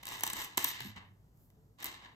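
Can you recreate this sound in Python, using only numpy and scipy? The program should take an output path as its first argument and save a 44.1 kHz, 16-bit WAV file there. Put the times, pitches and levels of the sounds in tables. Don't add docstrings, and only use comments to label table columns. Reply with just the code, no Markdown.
import sys
import numpy as np
from scipy import signal
from scipy.fft import rfft, irfft, next_fast_len
from scipy.io import wavfile
from scipy.ndimage import map_coordinates

SR = 44100
rng = np.random.default_rng(int(sys.argv[2]) if len(sys.argv) > 2 else 0)


def to_wav(sig):
    pcm = np.clip(np.atleast_2d(sig), -1, 1) * 32767
    pcm = np.round(pcm).astype(np.int16)
    wavfile.write(sys.argv[1], SR, pcm.T)


def magnitude_from_level(level_db):
    exponent = np.asarray(level_db, float) / 20
    return 10 ** exponent


N = 94815

# f/Hz, level/dB
HUM_COLOUR = [(22, -19.5), (55, 0), (76, -11.5), (100, 0), (190, -8.5), (400, -20), (900, -25),
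              (2500, -41.5), (13000, -39), (16000, -44.5)]
# f/Hz, level/dB, time to fade by 60 dB/s
WORKTOP_MODES = [(99.45, -9, 0.33), (193.7, 1, 0.16), (241.5, -5.5, 0.11), (328, -14.5, 0.082)]
# t/s, level/dB, pitch factor, hardness/(dB per octave)
CABLE_BUMPS = [(0.234, -45, 1.1, -3.5), (0.329, -52.5, 1.1, 8.5), (.577, -41.5, 1.8, 0),
               (0.638, -54, 1.4, 10), (0.808, -33.5, 1.32, -17), (0.851, -44.5, 1.035, 9),
               (0.884, -32.5, 1.06, -7.5), (.962, -38, 0.97, -5), (1.04, -41.5, 0.91, -15.5),
               (1.105, -41, 0.97, -12), (1.842, -50.5, 1.13, -0.5), (2.06, -55, 0.97, -14)]
# t/s, length/ms, level/dB
YARN_SQUEAKS = [(.659, 14, -32), (.670, 10, -33), (.68, 7, -29), (.684, 7, -31), (.688, 9, -28),
                (.702, 9, -36), (.819, 12, -49), (.833, 20, -51), (.843, 12, -49), (.8545, 9, -42),
                (.866, 30, -52), (.885, 30, -54)]
# f/Hz, width/Hz, level/dB
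SQUEAK_MODES = [(13000, 580, 0)]
# t/s, level/dB
SHAFT_KNOCKS = [(.0540, -16), (.0690, -12), (.0800, -14), (.0890, -14), (.2080, -9), (0.2354, 4),
                (.2520, -14), (.2660, -9), (.2760, -6), (.3005, -11), (.3350, -11), (.5755, 2),
                (0.5785, 12), (.5945, -8), (.6455, -3), (0.8048, -11), (.8072, -15), (.9625, -19),
                (1.5030, -38), (1.7860, -30), (1.8035, -24), (1.8270, -19), (1.8310, -18), (1.8445, -12),
                (1.8575, -12), (1.8710, -20), (1.918, -20), (2.049, -26)]
# f/Hz, width/Hz, level/dB
SHAFT_MODES = [(330, 150, -10), (990, 170, 0), (2010, 200, -8), (3040, 300, -8), (3720, 200, -8),
               (6100, 600, -14)]
# t/s, level/dB
TIP_SNAPS = [
    (.2356, -9),
    (.6442, 6),
    (.8049, -19),
    (.9625, -40),
    (1.3745, -48),
    (1.8438, -5),
    (1.8446, -9),
    (1.8577, -19),
]
# f/Hz, width/Hz, level/dB
SNAP_RINGING = [(12700, 1400, -2), (14300, 1600, 0), (7600, 1500, -14)]
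# t/s, tube level/dB, tip ping
# above it/dB, length/ms
NEEDLE_CLICKS = [(0.0288, -35.5, -13, 18), (0.0331, -37, -7.5, 8), (0.0544, -29, -2.5, 5),
                 (0.0683, -26, -7.5, 10), (0.0789, -27, -10.5, 10), (0.088, -29, -1.5, 6.4),
                 (.104, -33, -9, 12), (0.124, -31.5, -6.5, 7), (.133, -31, -7, 4.1), (0.1392, -32, -6.5, 6),
                 (.154, -35, -10.5, 8.1), (0.17, -37.5, -4.5, 5), (.191, -34, -4, 5.7), (.198, -33, -2, 4),
                 (0.2079, -27, -4, 7), (0.235, -14.5, -3, 13), (0.251, -32, -18.5, 3.4),
                 (0.257, -32, -4, 6.5), (0.2654, -22, -3.5, 12), (.275, -21, -4.5, 12),
                 (0.300, -23, -5, 14), (0.33, -33, -1.5, 8), (0.333, -27, 0, 12), (0.366, -37, -3.5, 6.7),
                 (0.404, -36, -3, 3.6), (.421, -32.5, -5, 4), (0.4384, -36, -3, 11), (0.446, -32, 0, 7.2),
                 (0.5732, -19, -0.5, 8), (0.5756, -19.5, -1.5, 6), (0.578, -16, -5, 12),
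                 (0.592, -31.5, -2.5, 4), (0.594, -28, -5, 4.6), (.628, -28.5, -2, 5.6),
                 (0.645, -16.5, -5, 12), (0.8044, -22, -15, 10), (0.8199, -36.5, -5, 6.07),
                 (0.846, -40, -6, 5),
                 (0.963, -39.5, -30, 19), (0.977, -40.5, -27, 26), (1.373, -67, 5, 3),
               (1.502, -53.5, -6.5, 6), (1.787, -50.5, -10, 7), (1.803, -41, -4, 6.9),
               (1.8253, -29.5, -9, 12.3), (1.8303, -32, -6.5, 9), (1.8452, -26, -3, 8.8),
               (1.857, -27.5, -4, 8), (1.8644, -30.5, -1.5, 4.95), (1.8674, -31.5, -4.5, 4.3),
               (1.8711, -32.5, -7, 7), (1.888, -37, -11, 9.5), (1.919, -48.5, -9, 9),
               (2.042, -49, -28.5, 5.3), (2.048, -46, -19, 7.2)]
# f/Hz, width/Hz, level/dB
TUBE_MODES = [(340, 150, -10), (880, 150, -3), (1030, 150, 3), (1720, 140, -4), (2000, 170, -1),
              (2750, 200, -5), (3030, 200, -3), (3700, 230, -1)]
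# f/Hz, level/dB
TUBE_COLOUR = [(150, 0), (500, -4.5), (1000, -4), (2000, 1), (4500, -3), (8000, -6), (16000, -44)]
# f/Hz, level/dB
FIZZ_COLOUR = [(2500, -49.5), (5000, -12.5), (9000, 4.5), (11500, -0.5), (13200, -15), (15500, -12.5)]
# f/Hz, width/Hz, level/dB
TIP_MODES = [(6050, 520, 4), (7900, 990, 1), (12700, 1100, 2), (13900, 1200, 0)]
# t/s, level/dB, brightness/dB
ENTER_STROKE = [(0, -56.5, -26.5), (0.031, -59, -20.5), (.065, -51, -15), (.105, -45, -9),
                (.185, -46.5, -10), (.203, -51, -12), (.225, -49, -12), (.27, -44, -16.5), (.35, -44, -8),
                (.455, -43, -2), (.48, -54, -13.5), (0.563, -60, -17)]
# t/s, level/dB, brightness/dB
WRAP_STROKE = [(0.581, -38.5, -3.5), (.65, -40.5, -6.5), (.685, -40, -3.5), (0.719, -44.5, -5),
               (.8, -46, -20), (.87, -52, -10.5), (.95, -64, -29.5), (0.971, -47.5, -32), (1.06, -61, -41),
               (1.15, -83.5, -50)]
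# t/s, level/dB, brightness/dB
SLIP_STROKE = [(1.773, -99, -13.5), (1.788, -57, -15), (1.825, -51, -15), (1.838, -54, -18),
               (1.855, -46.5, -15), (1.875, -45.5, -13), (1.931, -50, -11.5), (2.0, -58.5, -25),
               (2.051, -50.5, -28.5), (2.15, -65.5, -36)]
# f/Hz, width/Hz, depth from 0 to 1
WOOL_FIZZ_DIP = (10200, 2200, .6)
# f/Hz, time to fade by 60 dB/s
ROOM_FADE = [(200, .35), (2000, .32), (8000, .2), (10000, .1), (13000, .14), (15500, .06)]
# f/Hz, likeness from 0 to 1
PORT_LIKENESS = [(30, .9), (400, .85), (750, .3), (5000, .3), (7500, .85), (9600, .99), (13000, .98),
                 (16000, .8)]


def unit(x):
    return x / np.sqrt(np.mean(x ** 2) + 1e-20)


def along(points, hz):
    f, v = np.transpose(points)
    return np.interp(np.log(hz + 1), np.log(f + 1), v)


def wobble(rate):
    knots = rng.standard_normal(int(N * rate / SR) + 4)
    return map_coordinates(knots, [np.arange(N) * rate / SR])


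def noise():
    return rng.standard_normal((2, N))


def filtered(x, response):
    m = next_fast_len(N + SR // 2)
    return irfft(rfft(x, m) * response(np.fft.rfftfreq(m, 1 / SR)), m)[..., :N]


def resonances(modes, f):
    return sum(magnitude_from_level(db) * 1j * f * w / (c * c - f * f + 1j * f * w) for c, w, db in modes)


def burst(times, db, ms):
    rise_share = 0.27
    env = np.zeros(N + 2000)
    t = np.arange(2000) / SR * 1000
    for start, level, length in np.broadcast(times, db, np.maximum(ms, .2)):
        rise = 1 - np.exp(-t / (rise_share * length))
        env[round(start * SR):][:2000] += magnitude_from_level(level - 15 * t / length) * rise
    return env[:N]


def hum():
    level_db = -64.5 + 1.0 * wobble(15)
    return magnitude_from_level(level_db) * unit(filtered(noise(), lambda f: magnitude_from_level(along(HUM_COLOUR, f))))


def far_pipe():
    centre_s, width_s, level_db = 1.64, 0.12, -78
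    swell = np.exp(-((np.arange(N) / SR - centre_s) / width_s) ** 4)
    tone = unit(filtered(noise(), lambda f: resonances([(437, 12, 0)], f)))
    return magnitude_from_level(level_db) * swell * tone


def sleeve_swish():
    centre_s, width_s, level_db = 1.43, .07, -72.5
    swell = np.exp(-((np.arange(N) / SR - centre_s) / width_s) ** 2)
    cloth = unit(filtered(noise(), lambda f: resonances([(12530, 5500, 0)], f)))
    return magnitude_from_level(level_db) * swell * cloth


def worktop():
    out = np.zeros(N + SR)
    t = np.arange(SR // 3) / SR
    soft_start = 1 - np.exp(-t / 0.0027)
    lowest_hz = WORKTOP_MODES[0][0]
    for start, db, pitch, hard_db in CABLE_BUMPS:
        ring = 0
        for hz, level, t60 in WORKTOP_MODES:
            fade = magnitude_from_level(level + hard_db * np.log2(hz / lowest_hz) - 60 * t / t60)
            ring = ring + fade * np.sin(2 * np.pi * hz * pitch * t)
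        out[round(start * SR):][:len(t)] += magnitude_from_level(db - 4.5) * ring * soft_start
    shared = out[:N]
    return np.array([shared, np.roll(shared, 150)])


def squeaks():
    start, ms, db = np.transpose(YARN_SQUEAKS)
    rub = burst(start, db + 12, ms) * noise()
    return filtered(rub, lambda f: resonances(SQUEAK_MODES, f) ** 2)


def knocks():
    side = -.7
    force = np.zeros((2, N))
    for start, db in SHAFT_KNOCKS:
        force[:, round(start * SR)] = magnitude_from_level(db + 1.5) * np.array([1, side])
    return filtered(force, lambda f: resonances(SHAFT_MODES, f))


def snaps():
    force = np.zeros((2, N))
    for start, db in TIP_SNAPS:
        force[0, round(start * SR)] = magnitude_from_level(db)
    return filtered(force, lambda f: resonances(SNAP_RINGING, f))


def needle(f):
    broad_db = -12
    return magnitude_from_level(along(TUBE_COLOUR, f)) * (magnitude_from_level(broad_db) + resonances(TUBE_MODES, f))


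def ping(f):
    return magnitude_from_level(along(FIZZ_COLOUR, f)) + resonances(TIP_MODES, f) / (1 + (3000 / (f + 1)) ** 2)


def clicks():
    click_db, snap_db, ping_shorter = 3, -3, 0.44
    start, db, ping_db, ms = np.transpose(NEEDLE_CLICKS)
    snap_at = np.round(start * SR).astype(int) + 12

    def contact(level_db, length, colour):
        force = burst(start, level_db, length) * noise()
        force[0, snap_at] += magnitude_from_level(level_db + snap_db) * 3 / ms
        return filtered(magnitude_from_level(click_db) * force, colour)

    tube = contact(db, ms / 2, needle)
    tips = contact(db + ping_db, ping_shorter * ms / 2, ping)
    return tube + tips


def fibre_grain():
    fibres_per_s, fibre_ms, spread_db, share = 600, 2.8, 3.5, 0.45
    draw = rng.random((int(fibres_per_s * N / SR), 2))
    size_db = spread_db * np.minimum(-np.log(draw[:, 1]), 3)
    slips = unit(burst(draw[:, 0] * N / SR, size_db, fibre_ms))
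    return (1 - share + share * slips) * magnitude_from_level(1.2 * wobble(30))


def shifting_tube(rub):
    shift_share, shifts_per_s = .02, 9
    turn = np.pi / 4 * (1 + np.tanh(wobble(shifts_per_s)))
    lower_tuned = filtered(rub * np.cos(turn), lambda f: needle(f * (1 + shift_share)))
    higher_tuned = filtered(rub * np.sin(turn), lambda f: needle(f * (1 - shift_share)))
    return unit(lower_tuned + higher_tuned)


def wool():
    t = np.arange(N) / SR
    start, drag_db, bright_db = np.transpose(ENTER_STROKE + WRAP_STROKE + SLIP_STROKE)
    drag_db = np.interp(t, start, drag_db)
    bright_db = np.interp(t, start, bright_db)
    grain = fibre_grain()
    body = shifting_tube(grain * noise())

    grip_s, grip_width_s, grip_db, grip_hz = .78, .15, -6, 1400
    grip = magnitude_from_level(grip_db * np.exp(-((t - grip_s) / grip_width_s) ** 4))
    body = body + (grip - 1) * filtered(body, lambda f: 1 / (1 + (f / grip_hz) ** 8))

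    dull_hz, dull_below_db = 2880, -26
    top = 1 / (1 + magnitude_from_level(2 * (dull_below_db - bright_db)))
    body = body + (top - 1) * filtered(body, lambda f: 1 - 1 / (1 + (f / dull_hz) ** 3))

    dip_hz, dip_width_hz, depth = WOOL_FIZZ_DIP
    wool_top_hz = 15000

    def soft_ping(f):
        dip = 1 - depth * np.exp(-((f - dip_hz) / dip_width_hz) ** 2)
        return ping(f) * dip / (1 + (f / wool_top_hz) ** 20)

    fizz = unit(filtered(grain * noise(), soft_ping))
    return magnitude_from_level(drag_db) * (body + magnitude_from_level(bright_db - 0.5) * fizz)


def room(x):
    builds_s = .012
    hz, t, z = signal.stft(rng.standard_normal((2, SR * 3 // 4)), SR, nperseg=256)
    fade = magnitude_from_level(-60 * t / along(ROOM_FADE, hz)[:, None])
    tail = signal.istft(z * fade * (1 - np.exp(-t / builds_s)), SR, nperseg=256)[1]
    delayed = np.pad(x, ((0, 0), (200, 0)))
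    return signal.fftconvolve(delayed, tail / np.linalg.norm(tail[0]), axes=1)[:, :N]


def ports(pair):
    lead_s, lead_rad, lead_from_hz = 1.43e-4, .7, 600

    def blend(f):
        turn = np.arccos(np.clip(along(PORT_LIKENESS, f), -1, 1)) / 2
        return np.array([np.cos(turn), np.sin(turn)])

    def left_leads(f):
        lead = (lead_rad + 2 * np.pi * f * lead_s) / (1 + (lead_from_hz / (f + 1)) ** 6)
        return np.exp(.5j * np.outer([1, -1], lead))

    mid, side = filtered(pair, blend)
    return filtered(np.array([mid + side, mid - side]), left_leads)


def scene():
    room_db = -12
    background = hum() + far_pipe() + sleeve_swish()
    hands = snaps() + clicks() + wool()
    echo = magnitude_from_level(room_db) * room(hands)
    return ports(background + worktop() + squeaks() + knocks() + hands + echo)


def band_limit(x):
    return signal.sosfilt(signal.butter(12, 16810, fs=SR, output="sos"), x)


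def record(dry):
    top_hz = 16000
    mix = filtered(dry, lambda f: 1 / (1 + (f / top_hz) ** 60))
    return band_limit(mix)


dry = scene()
out = record(dry)
to_wav(out)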